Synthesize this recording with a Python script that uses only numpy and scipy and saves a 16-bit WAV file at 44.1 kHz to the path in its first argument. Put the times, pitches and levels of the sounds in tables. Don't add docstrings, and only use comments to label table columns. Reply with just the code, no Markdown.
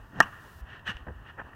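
import sys
import numpy as np
from scipy import signal
from scipy.fft import rfft, irfft
from scipy.io import wavfile

SR = 44100
rng = np.random.default_rng(int(sys.argv[2]) if len(sys.argv) > 2 else 0)


def pcm_store(signal):
    levels = np.round(np.clip(np.atleast_2d(signal), -1, 1) * 32767)
    wavfile.write(sys.argv[1], SR, levels.astype(np.int16).T)


N = 68355
TIME_S = np.arange(N) / SR
HIT_S = 0.2035


def amp(db):
    return 10 ** (np.asarray(db) / 20)


def unit_rms(x):
    return x / np.sqrt(np.mean(x ** 2) + 1e-20)


def colour_db(colour, hz):
    freq_hz, gain_db = np.transpose(colour)
    return np.interp(np.log(hz + 1), np.log(freq_hz + 1), gain_db)


def tinted(x, colour, tilt_db_per_oct=0):
    hz = np.fft.rfftfreq(N, 1 / SR)
    octaves = np.log2(np.maximum(hz, 250) / 1000)
    gain = amp(colour_db(colour, hz) + tilt_db_per_oct * octaves)
    return unit_rms(irfft(rfft(x) * gain, N))


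def noise(colour, tilt_db_per_oct=0):
    return tinted(rng.standard_normal(N), colour, tilt_db_per_oct)


def causal_filter(x, colour, size=8192):
    log_gain = np.log(amp(colour_db(colour, abs(np.fft.fftfreq(size, 1 / SR)))))
    taps = np.fft.ifft(np.exp(np.conj(signal.hilbert(log_gain)))).real
    return signal.fftconvolve(x, taps[:size // 2])[:N]


def decay(start_s, t60_s, rise_s=1 / SR):
    age_s = np.maximum(TIME_S - start_s, 0)
    return np.minimum(age_s / rise_s, 1) * amp(-60 * age_s / t60_s)


def swell(peak_s, rise_s, fall_s):
    width_s = np.where(TIME_S < peak_s, rise_s, fall_s)
    return np.exp(-0.5 * ((TIME_S - peak_s) / width_s) ** 2)


def drift():
    rates_hz = np.geomspace(2, 20, 16)
    return unit_rms(sum(np.sin(2 * np.pi * (hz * TIME_S + rng.random())) / np.sqrt(hz) for hz in rates_hz))


def hiss():
    colour = [(100, -5), (4000, 3), (8000, -0.5), (12000, -2), (15300, 2), (15900, -2), (16300, -33.5)]  # freq_hz, gain_db
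    levels = [(.2, -73), (.21, -64.5), (.39, -68), (.42, -65), (.608, -65), (.62, -76.5)]  # time_s, level_db
    return noise(colour) * amp(np.interp(TIME_S, *np.transpose(levels)))


def outdoors():
    # freq_hz, gain_db
    distant_colour = [(20, -12), (150, 2), (300, 1), (500, -3.5), (1000, 0.5), (1700, -5), (2800, -6),
                      (5000, -20), (16000, -23.5)]
    flutter_colour = [(10, -13.5), (30, -7.5), (65, -5), (110, -1.5), (200, -18), (500, -36), (2000, -73)]
    return noise(distant_colour) * amp(-55 + 1.5 * drift()) + noise(flutter_colour) * amp(-51)


def crunch(grains_per_s=3500, spread_db=2.5, rub_gain=0.61):
    sizes = amp(spread_db * np.minimum(rng.exponential(1, N), 4)) * rng.choice([-1, 1], N)
    clicks = sizes * (rng.random(N) < grains_per_s / SR)
    return unit_rms(clicks) + rub_gain * rng.standard_normal(N)


def scuffs():
    strokes = [(.735, -45.5, 0.043, 0.038, -1.5), (0.883, -28, 0.013, 0.023, 0.5),
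               (.901, -31.5, 0.0099, 0.0098, 1.5), (0.944, -47.5, 0.016, 0.045, 0.5),
               (1.274, -49, 0.016, 0.028, -3), (1.3, -48.5, 0.016, 0.0095, -3)]
    colour = [(100, -10.5), (500, -11.5), (900, -8.5), (1600, 0.5), (2800, 3.5), (4200, -3.5), (7000, -15),
              (10500, -11), (13000, -18.5), (16000, -26.5)]
    return sum(amp(db) * tinted(crunch(), colour, tilt) * swell(peak_s, rise_s, fall_s)
               for peak_s, db, rise_s, fall_s, tilt in strokes)


def steps():
    crushes = [(1.071, -36.5, .002, 0.0018, -0.5), (1.078, -39.5, .003, 0.025, -6.5),
               (1.085, -37, 0.0014, 0.0039, -1), (1.104, -44.5, 0.0034, 0.0053, -7),
               (1.394, -41.5, 0.011, .015, 3), (1.396, -37, 0.00069, 0.0058, 0.5),
               (1.417, -37.5, 0.00088, 0.003, -1.5), (1.533, -48.5, .003, 0.0033, 6)]
    colour = [(60, 5.5), (200, -1), (400, 1), (850, 1), (1600, -2.5), (2400, -7.5), (4000, -31),
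              (16000, -43)]
    return sum(amp(db) * tinted(crunch(), colour, tilt) * swell(peak_s, rise_s, fall_s)
               for peak_s, db, rise_s, fall_s, tilt in crushes)


def thuds():
    landings = [(0.028, -41.5, 44.4, 0.022), (.562, -40.5, 75.6, 0.011), (0.633, -29, 59, 0.0097),
                (.896, -33, 193, 0.0046), (.897, -39, 104, 0.021), (0.961, -30.5, 51.5, 0.0068),
                (1.024, -38, 59, 0.011), (1.09, -42, 137, 0.016), (1.114, -33, 72.5, 0.015),
                (1.164, -36.5, 64.4, 0.013), (1.202, -39, 53.6, 0.019), (1.33, -43.5, 78, 0.017),
                (1.454, -40.5, 78, .009)]
    return sum(-amp(db) * swell(peak_s, width_s, width_s) * np.cos(2 * np.pi * hz * (TIME_S - peak_s))
               for peak_s, db, hz, width_s in landings)


def snaps():
    stalks = [(0.1596, -44, 4), (0.795, -40, 4), (.916, -30, 1.5), (.9685, -30.5, 0)]  # start_s, level_db, tilt_db_per_oct
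    colour = [(200, -1), (800, 1), (1500, -7), (3000, 8), (4000, -6), (6000, -11), (16000, -14)]  # freq_hz, gain_db
    return sum(amp(db) * noise(colour, tilt) * decay(start_s, t60_s=0.011) for start_s, db, tilt in stalks)


def yard_echoes():
    echoes = [(.021, -31, 0.0037, 0.14, -5.5), (.045, -39, 0.015, .25, -5.5), (.11, -48.5, 0.01, 1.1, -3)]  # delay_s, level_db, rise_s, t60_s, tilt_db_per_oct
    colour = [(100, -8.5), (500, -18), (1200, 2), (2000, 2), (2800, 0), (4000, -5.5), (16000, -16)]  # freq_hz, gain_db
    return sum(amp(db) * noise(colour, tilt) * decay(HIT_S + delay_s, t60_s, rise_s)
               for delay_s, db, rise_s, t60_s, tilt in echoes)


def swish(peak_db=-33, rise_db_per_s=244, fall_db_per_s=895.5):
    colour = [(40, -1), (130, 4.5), (270, 1.5), (450, -11.5), (900, -10), (2000, -13.5), (6000, -23.5),
              (16000, -38)]
    lead_s = HIT_S - TIME_S
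    return noise(colour) * amp(peak_db - np.maximum(lead_s * rise_db_per_s, -lead_s * fall_db_per_s))


def crack(contact_s=0.00029, low_cut_hz=168):
    modes = [(237, -24, 0.04), (333, -29, 0.032), (917, -18, 0.029), (1096, -28.5, 0.18),
             (1213, -25, 0.055), (1374, -9.5, 0.018), (1628, -7.5, .047), (1761, -18, 0.038),
             (2600, -41, 0.043)]
    reflections = [(.00276, -4), (.00596, -5.5), (.00686, -7)]
    # freq_hz, gain_db
    click_colour = [(100, -4), (500, -34), (1500, 0), (3000, -3), (4200, 14), (8000, 6.5), (13000, 2),
                    (16000, 0)]
    shell_colour = [(100, 9), (1200, 1.5), (1850, -25), (2300, 1.5), (4000, -3), (8000, -0.5), (16000, -9)]
    after_ring_colour = [(100, -21), (1900, -9), (2600, 5), (2950, 8), (3300, -16), (4800, -12),
                         (5750, 0.5), (6600, -11), (16000, -12)]
    release_s = HIT_S + contact_s
    ring = amp(0.5) * sum(amp(db) * decay(release_s, t60_s) * np.sin(2 * np.pi * hz * (TIME_S - release_s))
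                          for hz, db, t60_s in modes)
    bounces = sum(amp(db) * np.interp(TIME_S - delay_s, TIME_S, ring) for delay_s, db in reflections)
    impulse = np.sinc((TIME_S - HIT_S) * SR) * (abs(TIME_S - HIT_S) < 2 / SR)
    click = amp(9.5) * causal_filter(impulse, click_colour)
    rattle = amp(-7) * noise(shell_colour) * decay(HIT_S, t60_s=0.024)
    after_ring = amp(-24) * noise(after_ring_colour) * decay(HIT_S + 0.02, t60_s=0.054, rise_s=0.00073)
    radiation = signal.butter(2, low_cut_hz, "high", fs=SR)
    return signal.lfilter(*radiation, ring + bounces - click + rattle + after_ring)


def scene():
    hit = swish() + crack() + yard_echoes()
    runner = scuffs() + steps() + thuds() + snaps()
    return (hit + runner + outdoors())[None]


def record(dry):
    mic_colour = [(20, -5.5), (500, -0.5), (1000, 0), (1550, 2), (1850, 7.5), (2060, -12.5), (2400, -12.5),
                  (2850, -2), (3500, -13), (4800, -19), (6000, -13.5), (8700, -22), (10200, -33),
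                  (12500, -22.5), (16000, -28.5)]
    ceiling, cutoff_hz = 1.34, 16500
    picked_up = causal_filter(dry[0], mic_colour) + hiss()
    clipped = ceiling * np.tanh(picked_up / ceiling)
    lowpass = signal.firwin(255, cutoff_hz, window=("kaiser", 9), fs=SR)
    return signal.fftconvolve(clipped, lowpass, "same")[None]


dry = scene()
out = record(dry)
pcm_store(out)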